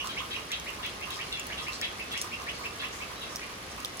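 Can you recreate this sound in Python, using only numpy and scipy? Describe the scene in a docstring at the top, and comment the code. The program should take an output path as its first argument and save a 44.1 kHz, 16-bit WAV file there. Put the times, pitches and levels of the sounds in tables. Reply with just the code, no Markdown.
"""Steady rain on a garden, heard from under a porch: a wide wash of far drops, fine patter on the
roof tiles at the right, spatters of runoff and close drips that slap and ring.
One bird repeats quick rising notes, wide and narrow in turn; another throws in harsh chips, a third
whistles once. Far frogs croak in pulses that ring their throats.
House walls echo the calls over a low, distant rumble and hum."""
import sys
import numpy as np
from scipy import signal
from scipy.fft import rfft, irfft
from scipy.io import wavfile

SR = 44100
rng = np.random.default_rng(int(sys.argv[2]) if len(sys.argv) > 2 else 0)


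def int16_out(signal):
    """Quantize to a 16-bit WAV file."""
    q = np.round(np.clip(np.atleast_2d(signal).T, -1, 1) * 32767)
    wavfile.write(sys.argv[1], SR, q.astype(np.int16))


N = 176400
EAR_LAG_S = .00029  # how late a sound from one side reaches the far ear


def undb(db):
    """Decibels to gain."""
    return 10 ** (np.asarray(db) / 20)


def level(x, db):
    """Scale to an rms level."""
    return x * undb(db) / np.sqrt(np.mean(x ** 2) + 1e-20)


def pan(db):
    """Left and right gains; positive dB leans left."""
    return undb(np.array([[db], [-db]]) / 2)


def add(out, s, x):
    """Mix a short sound in at s seconds."""
    i = int(round(s * SR))
    a, b = max(i, 0), min(i + len(x), N)
    if b > a:
        out[a:b] += x[a - i:b - i]


def colour(x, points):
    """Minimum-phase EQ through (frequency [Hz], gain [dB]) points."""
    hz, db = np.array(points, float).T
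    f = np.maximum(np.arange(N // 2 + 1) * SR / N, 1)
    gain = undb(np.interp(np.log(f), np.log(hz), db))
    cepstrum = irfft(np.log(gain), N)
    cepstrum[1:N // 2] *= 2
    cepstrum[N // 2 + 1:] = 0
    return irfft(rfft(x) * np.exp(rfft(cepstrum)), N)


def delay(x, s):
    """Delay by s seconds, to any fraction of a sample."""
    f = np.arange(len(x) // 2 + 1) * SR / len(x)
    return irfft(rfft(x) * np.exp(-2j * np.pi * f * s), len(x))


def walk(rate_hz):
    """Smooth random modulation with an rms of 1."""
    f = np.arange(N // 2 + 1) * SR / N
    return level(irfft(rfft(rng.standard_normal(N)) * np.exp(-(f / rate_hz) ** 2), N), 0)


def wavering(hz, width_hz):
    """A tone whose strength and phase wander."""
    phase = 2 * np.pi * hz * np.arange(N) / SR
    return walk(width_hz) * np.sin(phase) + walk(width_hz) * np.cos(phase)


def gate(t, length, attack, release):
    """Linear attack, hold and release, in seconds."""
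    return np.clip(t / attack, 0, 1) * np.clip((length - t) / release, 0, 1)


def impacts(per_s, spread_db):
    """Random drop impacts, most of them small."""
    hits = rng.random(N) < per_s / SR
    size = np.minimum(rng.exponential(size=N), 2 * np.pi)
    return hits * np.sign(rng.standard_normal(N)) * undb(spread_db * size)


def yard(x, echo_db, t60_s=.23):
    """Scattered echoes from walls and trees, different in each ear."""
    t = np.arange(SR // 2) / SR
    tail = rng.standard_normal((2, len(t))) ** 3 * np.exp(-np.log(1000) * t / t60_s)
    tail /= np.sqrt(np.sum(tail ** 2, axis=1, keepdims=True))
    return undb(echo_db) * signal.fftconvolve(x[None], tail, axes=1)[:, :N]


def from_right(x):
    """Sound from the right reaches the left ear late."""
    return np.array([delay(x, EAR_LAG_S), x])


def hum():
    """A faint, unsteady low hum far away."""
    return level(wavering(hz=59.2, width_hz=4), db=-62.5)


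def frogs():
    """Pulsed croaks ring the throat, over the blur of a far chorus."""
    # croak cues: (time [s], level [dB])
    croaks = [(0.024, -35), (.19, -39), (0.353, -41.5), (0.683, -45), (0.786, -40.5), (1.066, -41),
              (1.151, -42), (1.6, -44), (1.675, -42), (2.226, -41.5), (2.388, -42.5), (2.591, -40.5),
              (2.651, -47), (2.819, -43), (2.99, -44.5), (3.096, -44.5), (3.299, -47), (3.489, -46),
              (3.77, -43.5)]
    # throat resonance: (frequency [Hz], gain [dB])
    throat = [(600, -19), (900, 1), (1060, 11.5), (1240, 9), (1380, 3), (1900, -16.5)]
    # chorus voices: (pitch [Hz], relative level [dB])
    far_frogs = [(1076, 0.5), (1136, 0), (1197, -0.5), (1246, -0.5)]
    pulse_hz = 62.37
    voice, t = np.zeros(N), np.arange(SR // 10) / SR
    for s, db in croaks:
        rate_hz = pulse_hz * (1 + .072 * rng.standard_normal())
        cycle = np.floor(t * rate_hz + rng.random())
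        pulses = level(np.diff(cycle, prepend=0), db)
        add(voice, s, pulses * gate(t, length=.074, attack=.0027, release=.062))
    voice = colour(voice, throat)
    chorus = np.array([sum(undb(db) * wavering(hz, width_hz=22) for hz, db in far_frogs)
                       for ear in range(2)])
    return (from_right(voice) / 2 + yard(voice, echo_db=6) + level(chorus, db=-53.5)) * pan(db=-5.5)


def whistling_bird():
    """One thin, high whistle that arches and sinks."""
    # whistle contour: (time [s], pitch [Hz], level [dB])
    contour = [(3.155, 3820, -53), (3.2, 3990, -49), (3.23, 3790, -44), (3.265, 3730, -49),
               (3.28, 3720, -58)]
    s, hz, db = np.array(contour).T
    t = np.arange(N) / SR
    pitch = np.interp(t, s, hz) * (1 + .006 * walk(rate_hz=185))
    envelope = undb(np.interp(t, s, db)) * gate(t - s[0], s[-1] - s[0], attack=.005, release=.005)
    return envelope * np.sin(2 * np.pi * np.cumsum(pitch) / SR)


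def chipping_bird():
    """Each chip is a rough, falling stack of harmonics shaped by the throat."""
    # chip cues: (time [s], pitch [Hz], level [dB])
    chips = [(.088, 815, -42), (.305, 668, -41.5), (.516, 681, -39), (.826, 698, -41), (1.1, 678, -43.5),
             (1.319, 710, -38.5), (1.572, 696, -41.5), (1.819, 667, -38.5), (2.112, 690, -40.5),
             (2.792, 687, -41.5), (3.209, 709, -46.5)]
    # throat resonances: (frequency [Hz], gain [dB])
    throat = [(800, -39), (1400, -12), (1750, -6), (2100, -8), (2600, 1.5), (2900, 0.5), (3300, 7),
              (3800, 3), (4500, -9), (8000, -36)]
    chip_s, fall, harmonics = .0373, .0594, np.arange(2, 11)
    out, t = np.zeros(N), np.arange(SR // 10) / SR
    jitter = .04 * walk(rate_hz=430)
    for k, (s, hz, db) in enumerate(chips):
        pitch = hz * (1 - fall * t / chip_s + jitter[k * len(t):(k + 1) * len(t)])
        phase = 2 * np.pi * np.cumsum(pitch) / SR
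        stack = np.sin(np.outer(harmonics, phase)).sum(axis=0)
        add(out, s, undb(db) * gate(t, chip_s, attack=.003, release=.006) * stack)
    return colour(out, throat)


def rising_bird():
    """Each note sweeps quickly upward, growing louder and raspier; narrow ones hold their top pitch."""
    # song notes: (time [s], start pitch [Hz], target pitch [Hz], starting level [dB])
    notes = [(-.018, 1935, 2955, -31), (.162, 1858, 3270, -31.5), (.335, 1938, 2900, -34.5),
             (.502, 1746, 3370, -33.5), (.658, 1794, 2910, -35), (.832, 1720, 3270, -34.5),
             (1.008, 1980, 2730, -37), (1.186, 1714, 3550, -33.5), (1.368, 2110, 2690, -38.5),
             (1.496, 1625, 3450, -33.5), (1.662, 1950, 2660, -34.5), (1.811, 1646, 3400, -31.5),
             (1.987, 1935, 2580, -35.5), (2.14, 1678, 3240, -32.5), (2.312, 2040, 2700, -35),
             (2.465, 1692, 3430, -32), (2.633, 1896, 2624, -35), (2.82, 1676, 3300, -33),
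             (2.999, 1850, 2636, -38), (3.408, 1803, 2395, -38.5), (3.77, 2287, 2700, -47)]
    octaves_per_s, swell_db, overtone_db, rasp_depth = 26, 2.5, -16, .62
    out, t = np.zeros(N), np.arange(SR // 10) / SR
    jitter, rasp = .027 * walk(rate_hz=350), wavering(hz=370, width_hz=220)
    envelope = gate(t, length=.04, attack=.004, release=.006)
    for k, (s, start_hz, end_hz, db) in enumerate(notes):
        part = slice(k * len(t), (k + 1) * len(t))
        rise = np.minimum(t * octaves_per_s / np.log2(end_hz / start_hz), 1)
        pitch = start_hz * (end_hz / start_hz) ** rise * (1 + jitter[part])
        phase = 2 * np.pi * np.cumsum(pitch) / SR
        tone = np.sin(phase) + undb(overtone_db) * np.sin(2 * phase)
        depth = rasp_depth * (1 + rise) / 2
        flutter = (1 + depth * rasp[part]) / np.hypot(1, depth)  # roughens at constant power
        add(out, s, undb(db + swell_db * rise) * envelope * tone * flutter)
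    return out


def in_garden(voice, pan_db, left_lag_s, echo_db=-2, t60_s=.23):
    """Place a call: it bounces off the ground and echoes round the yard."""
    voice = voice + undb(-15.5) * delay(voice, s=.001825)  # ground bounce
    direct = np.array([delay(voice, left_lag_s), voice]) / np.sqrt(2)
    return (direct + yard(voice, echo_db, t60_s)) * pan(pan_db)


def birds():
    """Three birds near the centre; the chips linger longest."""
    song, chips, whistle = rising_bird(), chipping_bird(), whistling_bird()
    return (in_garden(song, pan_db=-1.8, left_lag_s=.0001)
            + in_garden(chips, pan_db=1.2, left_lag_s=.00016, echo_db=0, t60_s=.29)
            + in_garden(whistle, pan_db=0, left_lag_s=0))


def wash():
    """A bed of countless far drops and low rumble: wide on top, nearly mono in the bass."""
    # tone of the rain bed: (frequency [Hz], gain [dB])
    wash_eq = [(20, -24), (32, -10), (45, -5), (58, 2), (80, -1), (125, -3), (250, -2.5), (450, -2.5),
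               (750, -4.5), (1500, -6.5), (2200, -6.5), (3200, -10), (4400, -10.5), (6000, -15),
               (8000, -24.5), (11000, -26), (16000, -53)]
    narrow_below_hz, swell_db, flicker_db = 520, .25, .5
    f = np.arange(N // 2 + 1) * SR / N
    coherence = .89 / (1 + (f / narrow_below_hz) ** 4)
    mid, side = rfft(rng.standard_normal((2, N)))
    mid, side = mid * np.sqrt(1 + coherence), side * np.sqrt(1 - coherence)
    bed = colour(irfft(np.array([mid + side, mid - side]), N), wash_eq)
    movement = undb(swell_db * walk(rate_hz=1.5) + flicker_db * walk(rate_hz=9.6))
    return level(bed, db=-42) * movement * pan(db=-.6)


def patter():
    """Fine drops on the tiles at the right, and flurries of duller ones on leaves all around."""
    # tick of a drop on tile: (frequency [Hz], gain [dB])
    tile_eq = [(1000, -16), (3000, 13), (5500, -12.5), (8000, 7.5), (10000, 6.5), (12500, -3), (15500, 3.5)]
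    # tap of a drop on a leaf: (frequency [Hz], gain [dB])
    leaf_eq = [(300, -13), (800, 12), (2000, 22), (4000, 7.5), (6000, 18.5), (8000, -4), (15000, -38)]
    flurry_db = 3.2
    tiles = level(colour(impacts(per_s=2200, spread_db=3.3), tile_eq), db=-50.5)
    leaves = np.zeros((2, N))
    for lag_s in np.linspace(-EAR_LAG_S, EAR_LAG_S, 4):  # four directions, left to right
        drops = impacts(per_s=170, spread_db=2) * undb(flurry_db * walk(rate_hz=18))
        leaves += np.array([delay(drops, lag_s), drops])
    return from_right(tiles) + level(colour(leaves, leaf_eq), db=-51.5)


def spatters():
    """Runoff hits the ground in brief showers of tiny drops, each shower with its own pitch."""
    # runoff cues: (time [s], length [s], centre frequency [Hz], level [dB])
    showers = [(.04, .04, 4380, -47), (.88, 0.026, 4300, -46), (1.105, 0.072, 4650, -44.5),
               (1.22, .06, 4350, -48), (1.618, .033, 5300, -47), (1.72, 0.047, 4470, -40),
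               (2.168, 0.057, 5170, -41), (2.53, 0.123, 4350, -48.5), (2.92, 0.082, 6200, -48.5),
               (3.285, 0.076, 5460, -49.5), (3.685, 0.042, 5500, -49)]
    # tone of a shower: (frequency [multiple of the centre], gain [dB])
    shower_eq = [(.3, -52), (.7, -20), (1, 5), (1.35, -5), (2, -10.5), (3.2, -38)]
    ratio, eq_db = np.array(shower_eq).T
    spray, t = np.zeros(N), np.arange(SR // 5) / SR
    drops = impacts(per_s=1500, spread_db=2.5)
    f = np.maximum(np.arange(len(t) // 2 + 1) * SR / len(t), 1)
    for k, (s, length, hz, db) in enumerate(showers):
        band = undb(np.interp(np.log(f / hz), np.log(ratio), eq_db))
        shower = irfft(rfft(drops[k * len(t):(k + 1) * len(t)]) * band)
        add(spray, s, level(shower, db) * gate(t, length, attack=.0043, release=.0041))
    return from_right(spray) / np.sqrt(2) + yard(spray, echo_db=-2)


def drips():
    """Big drops from the eaves, each from its own side: a sharp slap, a short ring and a fine splash."""
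    # close drips: (time [s], level [dB], ring pitch [Hz], ring gain [dB], side [-1 left to 1 right])
    cues = [(0.0718, -17.5, 3470, -9, 1), (.5178, -15.5, 3750, -4.5, 0.98), (.5987, -22, 6950, -7, 0.75),
            (.703, -24.5, 13500, -2, 0.97), (.8615, -20, 5560, -14, -1.07), (1.01, -31, 9300, -7, 0.89),
            (1.106, -18.5, 3800, -8, 1), (1.3268, -25.5, 3820, 10.5, -0.37), (1.397, -19, 7000, -5.5, 0.89),
            (1.469, -18.5, 10700, -2.5, 0.68), (1.7319, -28.5, 3860, 8.5, 0.65),
            (1.814, -17, 5100, -3.5, 0.44), (2.1192, -26, 5560, -9, 0.027), (2.1262, -21, 7000, -10, 0.84),
            (2.1763, -16, 6040, -15, 0.12), (2.2153, -10, 9130, -4, 1), (2.2236, -22, 5900, -4, -.4),
            (2.4197, -28.5, 6100, -2, -.45), (2.69, -36.5, 9200, -1, 1), (2.778, -35, 9700, -13, 1),
            (3.3592, -15, 5730, -2, -0.48), (3.368, -25, 5450, 1, -0.55), (3.803, -19.5, 7300, -19, 1),
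            (3.848, -13, 3390, 4, -0.59), (3.8577, -26.5, 5400, 5, 0.83), (3.9713, -21, 8900, -6, 1),
            (3.9956, -17.5, 5260, -3.5, -0.42)]
    # bright tone of the drips: (frequency [Hz], gain [dB])
    drip_eq = [(500, -43), (2200, -32), (3500, -6), (6000, 2), (10000, -1.5), (15000, -4)]
    slap_decay_s, splash_decay_s, splash_db, ring_decay_cycles = .00035, .006, -12, 4
    out, t = np.zeros((2, N)), np.arange(SR // 20) / SR
    for s, db, hz, ring_db, side in cues:
        slap = np.sign(rng.standard_normal(len(t))) * np.exp(-t / slap_decay_s)
        splash = undb(splash_db) * rng.standard_normal(len(t)) * np.exp(-t / splash_decay_s)
        ring = undb(ring_db) * np.sin(2 * np.pi * hz * t) * np.exp(-t * hz / ring_decay_cycles)
        drop = undb(db) * ((slap + splash) / 2 + ring)
        for ear, away in zip(out, (side, -side)):
            add(ear, s, delay(drop, EAR_LAG_S * max(away, 0)))
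    out = colour(out, drip_eq)
    return out + yard(out[1], echo_db=-12)


def scene():
    """Four layers of rain, with birds, frogs and the hum behind them."""
    return wash() + patter() + drips() + spatters() + birds() + frogs() + hum()


def record(dry):
    """A steep low-pass cuts the very top."""
    cutoff_hz = 15750
    return signal.sosfilt(signal.ellip(8, .2, 70, cutoff_hz, fs=SR, output="sos"), dry)


dry = scene()
out = record(dry)
int16_out(out)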